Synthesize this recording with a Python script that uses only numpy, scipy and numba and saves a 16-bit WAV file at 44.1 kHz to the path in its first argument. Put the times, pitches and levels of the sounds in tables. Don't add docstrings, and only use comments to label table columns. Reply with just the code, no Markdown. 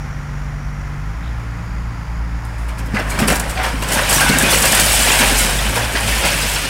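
import sys
import numpy as np
from scipy import signal
from scipy.fft import rfft, irfft, next_fast_len
from scipy.io import wavfile
from scipy.ndimage import uniform_filter1d
from numba import njit

SR = 44100
rng = np.random.default_rng(int(sys.argv[2]) if len(sys.argv) > 2 else 0)


def wav_out(sig):
    wavfile.write(sys.argv[1], SR, np.round(np.clip(np.atleast_2d(sig).T, -1, 1) * 32767).astype(np.int16))


N = 295029
T = np.arange(N) / SR

# time in seconds, crushing boards in dB,
# splitting fibres in dB relative to the boards, falling shards in dB.
COLLAPSE = [(2.4, -48, -6, -55), (2.9, -37, -11, -47.5), (3.15, -24, -8.5, -35.5), (3.8, -32, -3, -35.5),
            (3.93, -23, -1.5, -25.5), (4.3, -18.5, -1, -23), (4.6, -19, -1, -17.5), (4.95, -21, 3.5, -13),
            (5.3, -19, 0, -16.5), (5.6, -23.5, 0, -23), (5.9, -25, -2.5, -27), (6.1, -22.5, 0.5, -22),
            (6.5, -25.5, 3.5, -21), (6.69, -27.5, 4.5, -27)]
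# time in seconds, firings per second, firing tone level in dB.
DIESEL = [(0.0, 48.02, -27), (0.99, 48.4, -27), (1.25, 57.9, -21), (1.51, 57.15, -25.5),
          (2.78, 56.03, -22.5), (3.22, 50.1, -24), (3.6, 56.83, -20.5), (4.04, 49.1, -25.5),
          (4.25, 48.9, -24.5), (4.69, 53.44, -25.5), (4.97, 51.3, -21), (5.18, 47.5, -26),
          (5.29, 45.96, -19.5), (5.5, 45.63, -18), (5.79, 57.23, -21.5), (6.09, 54.9, -21),
          (6.52, 49.24, -24.5), (6.69, 48.8, -30)]


def timber(split_hz=2100):
    # start in seconds, crack in dB, crunch in dB, crunch decay in seconds.
    breaks = [(2.689, -18.5, -46, 0.036), (2.785, -18, -38, 0.068), (2.948, -10.5, -15.5, 0.037),
              (2.999, -12, -35, 0.056), (3.19, -2.5, -27, .04), (3.221, -8, -22, .03),
              (3.284, 0.5, -16.5, 0.033), (3.303, -3.5, -23.5, 0.11), (3.578, -9, -18.5, 0.074),
              (3.642, -4, -21, 0.045), (3.825, -8, -30, 0.064), (3.9, -15, -19, 0.023),
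              (3.972, -16, -13, 0.02), (4.11, -1, -16.5, 0.021), (4.206, 0, -22, .06),
              (4.446, -12, -18.5, 0.056), (4.526, -1, -34, 0.029), (4.64, -0.5, -25, 0.018),
              (4.733, -1.5, -30, .03), (4.772, 0.5, -16, 0.0098), (5.075, -1.5, -18, 0.043),
              (5.134, -3, -21, 0.068), (5.215, 3, -19, 0.022), (5.757, -6, -19, 0.071),
              (5.953, -5.5, -24.5, .05), (6.241, -3, -17, 0.066)]
    # frequency in Hz, level in dB.
    wood_tone = [(190, -13), (330, -7.5), (398, -4), (459, -5), (541, 1.5), (807, 0), (930, 0),
                 (1220, -3.5), (1580, 1.5), (1980, -2), (2330, -0.5), (3020, -2.5), (3960, -9.5),
                 (5500, -11), (7150, -22), (12100, -120)]
    splinters = pour(wood_tone, t60=0.013, spread_db=0, clump_db=2, clump_rate=60, count=12000)
    slats = pour(wood_tone, t60=0.072, spread_db=2.5, clump_db=4.5, clump_rate=34, count=900)
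    crush = splinters + undb(-2) * slats + undb(2) * wash(wood_tone)
    body = unit(filtered(crush, 5, split_hz))
    fibres = unit(filtered(crush, 5, split_hz, "high"))
    cracks = fractures(breaks, wood_tone, length_s=0.02, t60=0.019, spread_db=1, count=40)
    stream = swell(COLLAPSE)
    crunch = surges([(s, db, decay) for s, _, db, decay in breaks], lag_s=0.023, rise_s=0.02)
    crushing = np.hypot(stream, crunch)
    splitting = np.hypot(stream, undb(-3) * crunch) * undb(curve(COLLAPSE, column=2))
    return undb(-0.8) * body * crushing + undb(-0.5) * fibres * splitting + undb(-9) * cracks


def shards():
    # start in seconds, snap in dB, spill in dB, spill decay in seconds.
    snaps = [(2.4495, -31, -45, 0.027), (2.585, -36, -44, .05), (2.6868, -27, -46, .03),
             (2.786, -24, -37, 0.017), (2.863, -27, -52, 0.029), (2.946, -25, -37, 0.045),
             (2.991, -23, -38, .03), (3.097, -26, -24.5, .03), (3.191, -11.5, -22, .04),
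             (3.281, -3, -19, .02), (3.302, -10.5, -21, 0.037), (3.322, -9, -26, .02),
             (3.355, -6, -27, .02), (3.397, -8, -29.5, 0.025), (3.497, -15, -26, 0.017),
             (3.6328, -17, -26, 0.053), (3.823, -14, -31, 0.035), (3.887, -13, -28, .05),
             (3.923, -5, -17, 0.065), (4.0894, -16, -13.5, 0.061), (4.127, -4, -11, 0.078),
             (4.2067, -5, -17.5, 0.057), (4.29, -7, -23, .03), (4.385, 0, -32, .02),
             (4.399, -11, -32, 0.017), (4.425, -5, -33, 0.028), (4.504, -14, -12, 0.1),
             (4.623, 0, -34, .03), (4.654, 0, -17, .03), (4.7224, 0, -28, 0.025), (4.7494, 0, -28, 0.036),
             (4.7977, 3, -25, .03), (5.19, -3.5, -20, 0.041), (5.38, -10, -12.5, 0.063),
             (5.757, -11, -22, 0.049), (6.075, -20, -22, 0.049), (6.253, -8, -20, 0.036),
             (6.414, -14, -29, 0.043), (6.53, -18, -25, 0.038)]
    # frequency in Hz, level in dB.
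    shard_tone = [(2200, -25), (3500, -15), (4000, -11), (5300, -8.5), (6200, -8.5), (7100, -6.5),
                  (7950, -3.5), (8600, -4.5), (9600, -4.5), (10400, -8.5), (11200, -8.5), (13000, -13.5),
                  (15700, -15.5)]
    grit = pour(shard_tone, t60=0.0061, spread_db=-2, clump_db=1, clump_rate=31, count=16000)
    clinks = pour(shard_tone, t60=0.04, spread_db=2.5, clump_db=1, clump_rate=35, count=3000)
    cracks = fractures(snaps, shard_tone, length_s=0.01, t60=0.0049, spread_db=2, count=30)
    dust = wash(shard_tone)
    spills = surges([(s, db, decay) for s, _, db, decay in snaps], lag_s=0.0078, rise_s=0.009)
    falling = np.hypot(swell(COLLAPSE, column=3), spills)
    return (undb(-7) * grit + undb(-7.5) * clinks + undb(-8) * dust) * falling + undb(-3.5) * cracks


def house_frame(give_s=0.0067, tumble_decay_s=0.089):
    # start in seconds, boom in dB, pitch in Hz, loosened rubble in dB.
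    thuds = [(2.79, -30, 200, -28.5), (2.938, -3.5, 206, -26), (3.189, -8, 167, -27),
             (3.219, -1.5, 214, -17), (3.298, -15, 190, -27), (3.729, -18, 201, -28),
             (3.89, -27, 200, -24.5), (4.296, 0.5, 223, -26), (4.31, -3, 192, -32),
             (4.355, -11, 244, -18.5), (5.19, -18, 200, -24), (5.445, -12, 200, -39),
             (5.651, -30, 200, -28)]
    # multiple of the pitch, level in dB, seconds to fade by 60 dB.
    modes = [(.76, 2.5, 0.035), (1, 0, 0.074), (1.27, -29.5, .09), (1.85, -2, 0.025)]
    # frequency in Hz, level in dB.
    rubble_tone = [(70, -19.5), (130, -8), (200, 1.5), (270, 1), (350, -7.5), (500, -11.5), (900, -43.5)]
    booms = np.zeros(N)
    for start, db, pitch, _ in thuds:
        age = np.maximum(T - start, 0)
        push = undb(db) * (1 - np.exp(-age / give_s))
        for multiple, mode_db, t60 in modes:
            booms += push * undb(mode_db - 60 * age / t60) * np.sin(2 * np.pi * pitch * multiple * age)
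    tumble = pour(rubble_tone, t60=0.044, spread_db=2, clump_db=5.5, clump_rate=16, count=1500)
    shaken = surges([(s, db, tumble_decay_s) for s, _, _, db in thuds], lag_s=0.013, rise_s=0.011)
    return undb(0.4) * booms + tumble * np.hypot(undb(-8.5) * swell(COLLAPSE), shaken)


def squeals(rough_db=3):
    # start in seconds, pitch in Hz, level in dB, length in seconds, wobble as a share of pitch.
    drags = [(1.227, 3600, -43, 0.07, 0.11), (3.668, 4964, -33, 0.048, .025),
             (4.148, 5770, -21, 0.042, 0.021), (4.206, 1590, -14.5, 0.073, 0.02),
             (4.223, 1492, -15, 0.088, 0.0103), (4.273, 2620, -21.5, 0.045, 0.012),
             (4.295, 4280, -12, 0.007, 0.063), (4.31, 2220, -23, .06, 0.0148),
             (4.317, 1596, -18, 0.097, 0.031), (4.4, 3630, -22, 0.027, 0.0253),
             (4.425, 2500, -18, 0.057, 0.0227), (4.486, 3430, -20, 0.049, 0.022),
             (4.518, 4280, -20, 0.043, .025), (5.439, 7940, -27, 0.058, 0.017),
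             (6.409, 4940, -24, 0.03, 0.021)]
    waver = np.cumsum(wander(700)) / SR
    out = np.zeros(N)
    for start, hz, db, length, wobble in drags:
        progress = np.maximum(T - start, 0) / length * np.pi
        flare = progress * np.exp(1 - progress)
        out += undb(db) * flare * np.sin(2 * np.pi * hz * (T + wobble * waver))
    return out * undb(rough_db * wander(140))


def diesel(roughness=0.064, lope_radians=0.093, waver_db=2.1):
    # frequency in Hz, level in dB.
    pipe = [(90, -40), (102, -35.5), (114, -31), (128, -28), (137, -34.5), (143, -30), (152, -33.5),
            (162, -36), (167, -39.5), (174, -37)]
    # multiple of the firing rate, dB relative to the mean of first and third.
    overtones = [(2.5, -11), (4, -20.5), (5, -16), (6, -26), (7, -29.5), (8, -36)]
    rate = curve(DIESEL)
    phase = phase_of(rate)
    first = undb(curve(DIESEL, column=2))
    pipe_hz, pipe_db = np.transpose(pipe)
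    second = undb(np.interp(2 * rate, pipe_hz, pipe_db))
    third = undb(np.interp(3 * rate, pipe_hz, pipe_db))
    out = undb(-1) * first * np.cos(phase) * (1 + 0.12 * wander(16))
    out += second * undb(waver_db * wander(7.4)) * np.sin(2 * phase + lope_radians * wander(6.6))
    out += third * undb(waver_db * wander(5)) * np.cos(3 * phase + lope_radians * wander(21))
    for multiple, db in overtones:
        level = np.sqrt(first * third) * undb(db) * (1 + roughness * wander(22))
        out += level * np.cos(multiple * (phase + lope_radians * wander(36)))
    return np.sqrt(2) * out


def pump():
    # time in seconds, level in dB.
    levels = [(0, -59), (1.6, -49), (2.1, -41.5), (6.69, -44)]
    return noise_band(hz=960, half_width_hz=130) * undb(curve(levels))


def valves():
    # time in seconds, pitch in Hz, level in dB.
    flow = [(0, 5720, -51), (.3, 5720, -58), (.7, 5700, -55), (1.1, 5730, -62), (1.5, 4750, -59),
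            (2.0, 4743, -56), (2.4, 5007, -57), (2.9, 5075, -54)]
    lower = noise_band(hz=curve(flow), half_width_hz=230) * undb(curve(flow, column=2))
    upper = noise_band(hz=6850, half_width_hz=230) * undb(-60 + 2.1 * wander(11.1))
    return lower + upper


def street():
    # frequency in Hz, level in dB.
    idle_tones = [(57.8, -59), (115.0, -42), (284, -56.5), (798, -54), (1087, -57.5), (1283, -53),
                  (1391, -51)]
    rumble_tone = [(15, -14), (32, 1), (65, 8), (90, -7.5), (135, -4), (200, -8.5), (300, -17), (500, -32)]
    rush_tone = [(200, -17), (300, -16), (420, -6), (640, -4.5), (830, -3), (1100, -2.5), (1400, -2),
                 (2100, -5), (2900, -15.5), (4000, -22), (5200, -19), (6800, -23), (8100, -29),
                 (10400, -28), (15700, -38.5)]
    idler = np.zeros(N)
    for hz, db in idle_tones:
        level = np.sqrt(2) * undb(db) * (1 + 0.041 * wander(8.8))
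        idler += level * np.sin(2 * np.pi * hz * T + 0.5 * wander(3.42))
    rumble = wash(rumble_tone) * undb(-30.5 + wander(4.66))
    rush = sum(wash(rush_tone) * undb(0.5 * wander(rate)) for rate in (3, 14))
    clatter = 1 + 0.11 * np.sin(phase_of(curve(DIESEL)))
    return idler + rumble + unit(rush * clatter) * undb(-36.5)


def house_fronts(x, t60=0.43, echo_db=-12, dull_hz=4000):
    t = T[:SR]
    bounces = rng.standard_normal(SR) * (rng.random(SR) < 0.03)
    tail = bounces * undb(-60 * t / t60) * (t > 0.015)
    tail = filtered(tail / np.sqrt(np.sum(tail ** 2)), 1, dull_hz)
    return x + undb(echo_db) * signal.fftconvolve(x, tail)[:N]


def pour(tone, t60, spread_db, clump_db, clump_rate, count):
    chance = rng.random((count, 2))
    start = chance[:, 0] * T[-1]
    size_db = -spread_db * np.log(np.maximum(chance[:, 1], 0.01))
    size_db += clump_db * np.interp(start, T, wander(clump_rate))
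    stream = colour(fragments(start, undb(size_db), tone, t60), tone)
    return stream / np.sqrt(uniform_filter1d(stream ** 2, SR // 8) + 1e-12)


def fractures(table, tone, length_s, t60, spread_db, count):
    out = np.zeros(N)
    for start, db, *_ in table:
        wait, size, early = rng.exponential(size=(3, count))
        times = start + length_s * (wait - 0.15 * early)
        gains = undb(spread_db * np.minimum(size, 3)) * np.exp(-wait / 2)
        crack = fragments(times, gains, tone, t60)
        out += crack * undb(db) * np.sqrt(length_s * SR / (np.sum(crack ** 2) + 1e-12))
    return colour(out, tone)


def fragments(start, size, tone, t60, modes=3):
    low_hz, high_hz = tone[0][0], tone[-1][0]
    chance = rng.random((len(start), modes, 3))
    hz = low_hz + (high_hz - low_hz) * chance[..., 0]
    decay = t60 * 4 ** (2 * chance[..., 1] - 1)
    gain = size[:, None] * np.sign(chance[..., 2] - 0.5) * (t60 / decay) ** 0.5
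    return ring(np.repeat(start, modes), hz.ravel(), decay.ravel(), gain.ravel())


@njit
def ring(start, hz, t60, size):
    out = np.zeros(N)
    for k in range(len(start)):
        step = np.exp((2j * np.pi * hz[k] - np.log(1000.) / t60[k]) / SR)
        swing = size[k] + 0j
        first = max(int(start[k] * SR), 0)
        for i in range(first, min(first + int(t60[k] * SR), N)):
            out[i] += swing.imag
            swing *= step
    return out


def surges(rows, lag_s, rise_s):
    power = np.zeros(N)
    for start, db, decay in rows:
        age = T - start - lag_s
        fade = np.maximum(-age / rise_s, age / decay)
        power += undb(db) ** 2 * np.exp(-2 * np.minimum(fade, 20))
    return np.sqrt(power)


def wash(tone):
    return unit(colour(rng.standard_normal(N), tone))


def noise_band(hz, half_width_hz):
    flutter = filtered(rng.standard_normal(N), 2, half_width_hz)
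    return unit(flutter * np.sin(phase_of(hz)))


def colour(x, tone):
    hz, db = np.transpose(sorted(tone))
    size = 2 * next_fast_len(N // 2 + 8192)
    octave = np.log2(np.maximum(np.arange(size // 2 + 1) * SR / size, 1))
    outside = np.maximum(np.log2(hz[0]) - octave, 0) + np.maximum(octave - np.log2(hz[-1]), 0)
    gain = undb(np.interp(octave, np.log2(hz), db) - 24 * np.minimum(outside, 2))
    cepstrum = irfft(np.log(gain))
    cepstrum[1:size // 2] *= 2
    cepstrum[size // 2 + 1:] = 0
    return irfft(rfft(x, size) * np.exp(rfft(cepstrum)))[:N]


def filtered(x, order, hz, kind="low"):
    return signal.sosfilt(signal.butter(order, hz, kind, fs=SR, output="sos"), x)


def wander(rate):
    points = rng.standard_normal(4096)
    return 1.26 * np.interp(T * rate, np.arange(len(points)), points)


def curve(table, column=1):
    rows = np.array(table)
    return np.interp(T, rows[:, 0], rows[:, column])


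def swell(table, column=1):
    return undb(curve(table, column)) * np.clip((T - table[0][0]) / 0.06, 0, 1)


def phase_of(hz):
    return 2 * np.pi * np.cumsum(hz * np.ones(N)) / SR


def undb(db):
    return 10 ** (np.asarray(db) / 20)


def unit(x):
    return x / np.sqrt(np.mean(x ** 2) + 1e-18)


def scene():
    demolition = timber() + shards() + house_frame() + squeals()
    return (house_fronts(demolition) + diesel() + valves() + street() + pump())[None]


def record(dry, ceiling=0.92, top_hz=15800):
    rounded = dry / (1 + (dry / ceiling) ** 4) ** 0.25
    return signal.sosfilt(signal.ellip(10, 0.2, 80, top_hz, fs=SR, output="sos"), rounded)


dry = scene()
out = record(dry)
wav_out(out)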